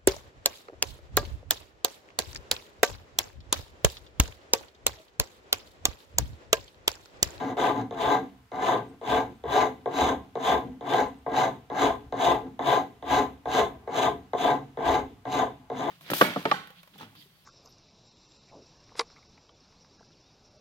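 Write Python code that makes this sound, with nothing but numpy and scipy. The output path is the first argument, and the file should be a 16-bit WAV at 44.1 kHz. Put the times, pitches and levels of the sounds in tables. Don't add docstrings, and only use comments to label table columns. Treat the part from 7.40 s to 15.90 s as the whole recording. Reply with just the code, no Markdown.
import sys
import numpy as np
from scipy import signal
from scipy.fft import rfft, irfft
from scipy.io import wavfile
from scipy.ndimage import uniform_filter1d

SR = 44100
rng = np.random.default_rng(int(sys.argv[2]) if len(sys.argv) > 2 else 0)


def transcribe(signal):
    frames = np.atleast_2d(signal).T
    limited = np.clip(frames, -1, 1)
    pcm = np.round(limited * 32767).astype(np.int16)
    wavfile.write(sys.argv[1], SR, pcm)


def field_ratio(decibels):
    return 10 ** (np.asarray(decibels, dtype=float) / 20)


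N = 374850

# f/Hz, density level/dB
AIR_COLOUR = [(15, -69), (25, -26), (73, -18), (86, -3), (107, 2), (129, -5), (253, -51), (763, -22),
              (1030, -15), (9590, -35), (15600, -34)]
# f/Hz, likeness [0..1]
EAR_LIKENESS = [(60, .98), (300, 0.92), (700, 0.2), (1500, 0.07), (15000, .05)]
# f/Hz, t60/s
ROOM_DECAY = [(100, 0.83), (500, 0.22), (2000, 0.3), (6000, 0.2), (15000, 0.47)]
# t/s, level/dB
CHIRPS = [
    (1.3994, -78),
    (1.4755, -67),
    (1.5938, -77),
    (1.95, -73),
    (3.6651, -71),
    (3.7693, -72),
    (4.1275, -75),
    (4.2298, -82),
    (4.5386, -67),
]
# t/s, level/dB
PUSHES = [(.21, -49), (.33, -47), (.66, -40), (1.2, -46), (1.73, -38.5), (2.08, -44), (2.2, -49),
          (2.63, -36.5), (3.05, -49), (3.15, -40.5), (3.62, -47), (3.93, -46.5), (4.05, -56), (4.45, -40),
          (4.66, -46), (4.9, -42), (5.25, -45), (5.74, -38), (6.08, -49), (6.22, -42), (6.67, -45),
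          (6.94, -60), (7.05, -48), (7.15, -66), (7.49, -33), (7.98, -41), (8.36, -59), (8.49, -46)]
# f/Hz, width/Hz, level/dB, left minus right level/dB
LEG_MODES = [(49, 8, -10.5, -12), (56.4, 7.3, 5, 1.5), (72.2, 74, 1.5, 2)]
# f/Hz, width/Hz, level/dB, left minus right level/dB
APRON_MODES = [(256.3, 7.3, 2.5, 2.2), (346, 25, -1.5, 2), (468, 59, 0, 2)]
# f/Hz, width/Hz, level/dB, left minus right level/dB
HANDLE_MODES = [(796, 4.9, -11, 0), (1993, 5.1, -21, 0.043)]
# f/Hz, width/Hz, level/dB, left minus right level/dB
FACE_MODES = [(722, 25, -4, 1.4), (1080, 17, -10, 3), (817, 73, -12.5, 2.5)]
# f/Hz, width/Hz, level/dB, left minus right level/dB
JAW_MODES = [(372.3, 10, -5, 1.5), (458, 35, -5.5, 1.5)]
# f/Hz, width/Hz, level/dB, left minus right level/dB
BODY_MODES = [(58, 20, -21, 0), (110, 15, -16, 1), (135, 15, -12, 0), (225, 20, -15, 1), (260, 20, -7, 2),
              (287, 20, -10, 2), (355, 25, -10, 2), (410, 18, -4, 3), (435, 22, -3, 5), (490, 25, -9, -3),
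              (567, 30, -13, 1), (650, 25, -7, 10), (685, 25, -3, 4), (745, 25, 0, 0), (773, 25, -4, -5),
              (843, 28, -5, 6), (885, 30, -8, 0), (975, 30, -8, 4), (1027, 25, -5, 9), (1057, 20, -6, 0),
              (1182, 40, -14, 6), (1574, 50, -15, 4), (1970, 50, -19, 5), (2090, 90, -22, 1),
              (2270, 50, -24, 4), (2980, 200, -27, 0), (3490, 250, -23, 0), (3900, 250, -25, 1),
              (6550, 300, -32, -3), (13000, 900, -45, 0)]
# f/Hz, width/Hz, level/dB, left minus right level/dB
DRAWER_MODES = [(195, 11, -14, .1), (519.8, 9.2, -7.5, 0.12), (1358, 140, -23.5, 3.6), (1509, 48, -18, 2.1),
                (1675, 82, -19, 1.1), (1750, 88, -22.5, 2.5)]
# f/Hz, density level/dB
SCRAPE_COLOUR = [(1350, -39.5), (2200, -1), (2600, -2.5), (2900, 0.5), (3570, -8), (4200, -10),
                 (4500, -11.5), (6060, -21), (6610, -19.5), (7460, -19.5), (9040, -28), (11000, -28),
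                 (13200, -35), (15600, -27)]
# t/s, blow level/dB, steel tick level/dB re blow, vise jaws level/dB re blow
LANDINGS = [(0.168, -27.5, -34, -5.5), (0.509, -32.5, -21, -4.5), (1.117, -32.5, -25, -9.5),
            (1.613, -36, -28, -6.5), (2.038, -32.5, -26, -1.5), (2.458, -22.5, -31, -6),
            (2.954, -26, -28, -6), (3.409, -34, -24, -7.5), (3.863, -23, -41, -12),
            (4.3, -31.5, -23.5, -7.5), (4.724, -24, -27.5, -9.5), (5.192, -22, -29, -17),
            (5.625, -31.5, -26, -14), (6.056, -24.5, -31, -12.5), (6.475, -28.5, -35, -6),
            (6.933, -19.5, -32.5, -9.5), (7.372, -28.5, -32, -6), (7.853, -29, -28, -18),
            (8.3, -28, -28.5, -7)]
# full cut t/s, lift t/s (both from landing), full pressure level/dB,
# first touch level/dB, bite level/dB re pressure
STROKES = [ (0.013, 0.13, -24.5, -21, -21), (0.13, .24, -24, -41, -15.5), (0.12, 0.23, -24, -37, -16.5),
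           (.1, 0.17, -22.5, -43, -15), (.11, 0.19, -21.5, -39, -15.5), (0.13, 0.24, -24, -41, -13.5),
           (0.12, 0.19, -22.5, -40, -13.5), (0.11, 0.2, -23.5, -43.5, -14.5), (0.11, 0.19, -24, -39.5, -15),
           (0.099, 0.18, -22, -38.5, -15), (0.11, 0.2, -23, -38, -13), (0.11, 0.17, -22, -33.5, -13.5),
           (0.095, 0.17, -22, -47, -13.5), (0.092, 0.15, -22, -41.5, -12.5),
           (0.11, 0.19, -23.5, -40, -12.5), (0.12, 0.18, -22.5, -36.5, -15.5),
           (0.098, .19, -24.5, -37, -15), (0.11, .17, -24.5, -39.5, -16), (0.12, 0.87, -29, -42.5, -18.5)]
GRIP_TIMES = [0.019, .11, 0.12, 0.085, 0.089, 0.11, 0.1, 0.1, .1, 0.097, .1, 0.083, 0.088, 0.082, 0.098,
              0.079, 0.091, 0.072, 0.08]
# start t/s, length t/s, pressure level/dB, bench shake level/dB
DRAGS = [(0.0, 0.11, -34, -33.5), (0.358, 0.054, -33.5, -32.5), (0.793, 0.036, -50, -36),
         (1.437, 0.097, -57, -47.5), (1.888, 0.011, -62, -39), (2.855, .03, -72, -59),
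         (3.22, 0.063, -53, -37.5), (3.324, 0.022, -57, -49), (3.73, 0.031, -68, -62),
         (4.62, 0.084, -71, -61), (4.988, 0.086, -51, -39.5), (6.322, .03, -52, -57),
         (6.395, 0.086, -60, -72), (7.66, .03, -62, -47), (8.21, 0.069, -63, -66)]


def read(points, hz):
    f, value = np.transpose(points)
    return np.interp(np.log(hz + 1), np.log(f + 1), value)


def filtered(x, order, hz, kind="low"):
    return signal.sosfilt(signal.butter(order, hz, kind, fs=SR, output="sos"), x)


def two_ears(left, other, hz):
    same = np.clip(read(EAR_LIKENESS, hz), 0, 1).reshape((-1,) + (1,) * (left.ndim - 1))
    return np.array([left, same * left + np.sqrt(1 - same ** 2) * other])


def air():
    hz = np.fft.rfftfreq(N, 1 / SR)
    left, other = rfft(rng.standard_normal((2, N)))
    x = irfft(two_ears(left, other, hz) * field_ratio(read(AIR_COLOUR, hz)), N)
    return field_ratio(-62.5) * x / x.std()


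def room(x):
    taps = np.zeros((2, SR // 2))
    at = np.arange(140, SR // 2 - 20, 20) + rng.integers(0, 20, (2, (SR // 2 - 141) // 20))
    np.put_along_axis(taps, at, rng.choice([-1., 1.], at.shape), 1)
    hz, t, z = signal.stft(taps, SR, nperseg=256)
    decay = field_ratio(-60 * t / read(ROOM_DECAY, hz)[:, None])
    tail = signal.istft(two_ears(z[0], z[1], hz) * decay, SR, nperseg=256)[1]
    return signal.fftconvolve(x.mean(0)[None], tail / np.linalg.norm(tail[0]), axes=1)[:, :N]


def take_turns(k, per_s):
    turn = np.pi * per_s * np.arange(N) / SR
    return np.sqrt(2 / 3) * abs(np.cos(turn + k * np.pi / 3))


def workshop(x):
    return sum(room(take_turns(k, per_s=0.904) * x) for k in range(3))


def clumps(depth_db, size):
    slow = uniform_filter1d(uniform_filter1d(rng.standard_normal(N), size), size)
    return field_ratio(depth_db * slow / slow.std())


def chirps(chirp_hz=8200, rise_s=0.011):
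    t, starts = np.arange(3000) / SR, np.zeros(N)
    at, db = np.transpose(CHIRPS)
    starts[np.round(at * SR).astype(int)] = field_ratio(db - 7)
    rise = t / rise_s
    whistle = np.sin(2 * np.pi * chirp_hz * t) * rise * np.exp(1 - rise)
    return clumps(depth_db=9, size=150) * signal.oaconvolve(starts, whistle)[:N]


def ring(modes, spot_db=0, size=6144, skew_hz=1400):
    hz, width, db, pan_db = np.transpose(modes)
    t = np.arange(size)[:, None] / SR
    fade = np.exp(-np.pi * width * t) * width * field_ratio(db) * (-1.) ** np.arange(len(hz))
    skew = np.minimum(hz / skew_hz, 1.2) * np.cos(2.2 * np.arange(len(hz)))
    phase = 2 * np.pi * hz * t
    ears = []
    for side in (1, -1):
        ears.append((fade * np.sin(phase - side * skew / 2)) @ field_ratio(spot_db + side * pan_db / 2))
    return np.array(ears) / np.linalg.norm((fade * np.sin(phase)).sum(1))


def struck(force, modes, size=4096):
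    return signal.oaconvolve(force[None], ring(modes, size=size), axes=1)[:, :N]


def through(force, modes, shift_db=4, size=6144):
    out = np.zeros((2, N))
    spots = rng.standard_normal((3, len(modes)))
    for k, spot in enumerate(spots - spots.mean(0)):
        share = take_turns(k, per_s=2.8)
        out += signal.oaconvolve((share * force)[None], ring(modes, shift_db * spot, size), axes=1)[:, :N]
    return out


def rocking_bench(force):
    t, sway_db = np.arange(N) / SR, np.full(N, -64.0)
    in_db_per_s, out_db_per_s = 219, 248
    for s, db in PUSHES:
        sway_db = np.maximum(sway_db, db - np.maximum(in_db_per_s * (s - t), out_db_per_s * (t - s)))
    return filtered(struck(force * field_ratio(sway_db), LEG_MODES), 2, 110)


def landings(db, bounce_s=0.016, bounce_db=-19.0):
    force = np.zeros(N)
    at = np.array([row[0] for row in LANDINGS])
    force[np.round(at * SR).astype(int)] = field_ratio(db)
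    force[np.round((at + bounce_s) * SR).astype(int)] = -field_ratio(db + bounce_db)
    return force


def knocks(blow_db, jaws_db):
    face = struck(landings(blow_db + 20, bounce_db=-0.5), FACE_MODES)
    jaws = struck(landings(blow_db + jaws_db + 29, bounce_db=2.0), JAW_MODES)
    return filtered(face + jaws, 4, [320, 1150], "band")


def since_landing(at):
    t = np.arange(N) / SR
    which = np.maximum(np.searchsorted(at, t, "right") - 1, 0)
    return which, t - at[which]


def settling(ramp_s=0.13):
    since = since_landing(np.array([-1] + [row[0] for row in LANDINGS]))[1]
    return np.clip(0.84 + since / ramp_s, 0, 1)


def strokes():
    which, since = since_landing(np.array([row[0] for row in LANDINGS]))
    full, lift, top_db, touch_db, bite_db = np.array(STROKES)[which].T
    along = np.clip((since - full) / (lift - full), 0, 1)
    after = np.maximum(since - lift, 0)
    rise_s, lift_db_per_s, lift_drop_db, trail_db_per_s = 0.087, 287.5, 38, 79
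    rising = touch_db + (top_db - touch_db) * np.clip(1 + (since - full) / rise_s, 0, 1)
    trail = -lift_drop_db - trail_db_per_s * (after - lift_drop_db / lift_db_per_s)
    fading = np.maximum(-lift_db_per_s * after, trail)
    pressure = rising + 0.5 * np.sin(np.pi * along) + fading

    grip = np.array(GRIP_TIMES)[which]
    cutting = np.clip((since - grip) / (lift - grip), 0, 1)
    gripping = top_db + bite_db + 328 * np.minimum(since - grip, 0) + 2 * np.sin(np.pi * cutting)
    skating = touch_db - 17.5 - 10.5 * np.clip(1 - since / 0.032, 0, 1)
    letting_go = np.minimum(fading, -np.minimum(600 * after, 7))
    bite = np.maximum(gripping, skating) - 2.5 * cutting + letting_go
    residue = -56.5 - 70 * after
    bite = np.where(after > 0, np.maximum(bite, residue), bite)

    bench = -36 + 0.5 * (rising - top_db) - 154 * after
    return [np.where(since < 0, -99, db) for db in (pressure, bite, bench)]


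def hand():
    t = np.arange(N) / SR
    pressure, bite, bench = strokes()
    apron = bench - 6
    for start, length, db, shake_db in DRAGS:
        edge = -397 * np.maximum(np.maximum(start - t, t - start - length), 0)
        pressure = np.maximum(pressure, db + edge)
        apron = np.maximum(apron, shake_db + edge)
        bench = np.maximum(bench, shake_db - 3.5 + edge)
        bite = np.maximum(bite, db - 18.5 + edge)
    return pressure, bite, bench, apron


def tears(spread_db=3.5, rub=0.57, tears_per_s=1500):
    snaps = (rng.random(N) < tears_per_s / SR) * field_ratio(spread_db * np.minimum(rng.exponential(1, N), 3.6))
    snaps *= rng.choice([-1., 1.], N)
    force = snaps / snaps.std() + rub * rng.standard_normal(N)
    return force / force.std()


def grit():
    log_gain = np.log(field_ratio(read(SCRAPE_COLOUR, abs(np.fft.fftfreq(2048, 1 / SR)))))
    taps = np.fft.ifft(np.exp(np.conj(signal.hilbert(log_gain)))).real[:1024]
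    return taps / np.linalg.norm(taps)


def scrape(bite_db, width=0.95, pan_db=2):
    both = tears(spread_db=3.5, rub=0.31)
    apart = width * tears(spread_db=7.0, rub=0.67)
    ears = np.array([both + apart, both - apart]) * field_ratio([[pan_db / 2 - 3.5], [-pan_db / 2 - 1.5]])
    dust = ears * clumps(depth_db=1.8, size=500) * field_ratio(bite_db - 2.5)
    return signal.oaconvolve(dust, grit()[None], axes=1)[:, :N]


def ringing_steel(force, bite_db, tick_db, modes):
    tick = filtered(landings(tick_db + 25, bounce_db=-9.0), 2, 4800)
    singing = force * field_ratio(bite_db - 5 + 0.5 * np.minimum(bite_db + 52.5, 0))
    return filtered(through(singing + tick, modes, size=1024), 2, 2200, "high")


def filing():
    force = tears()
    pressure_db, bite_db, bench_db, apron_db = hand()
    blow_db, tick_db, jaws_db = np.transpose(LANDINGS)[1:]
    modes = sorted(BODY_MODES[1:] + DRAWER_MODES)
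    bench = [m for m in modes if m[0] < 310]
    block = [m for m in modes if 310 < m[0] < 2600]
    steel = [m for m in modes if m[0] > 2600]

    wood = through(force * field_ratio(bench_db - 5) + landings(blow_db + 5), bench)
    cutting = force * settling() * field_ratio(pressure_db - 4)
    wood += filtered(through(cutting + landings(blow_db + 13), block), 2, 290, "high")
    wood += knocks(blow_db, jaws_db)
    wood = filtered(wood, 3, [95, 2600], "band")
    wood += struck(force * field_ratio(pressure_db - 29), HANDLE_MODES, size=16384)
    wood += struck(force * field_ratio(apron_db - 7.5), APRON_MODES)
    wood += rocking_bench(force)
    return wood, ringing_steel(force, bite_db, blow_db + tick_db, steel) + scrape(bite_db)


def scene():
    wood, steel = filing()
    echo = workshop(field_ratio(-7.5) * wood + field_ratio(-5) * steel) * field_ratio([[-.3], [.3]])
    return wood + field_ratio(-1.5) * steel + echo + air() + chirps()


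def band_limit(x):
    return signal.sosfilt(signal.butter(12, 15720, fs=SR, output="sos"), x)


def record(dry):
    heard = filtered(dry, 5, 46, "high")
    edge = signal.firwin(601, 15750, window=("kaiser", 9), fs=SR)
    mix = signal.oaconvolve(heard, edge[None], "same")
    return band_limit(mix)


dry = scene()
out = record(dry)
transcribe(out)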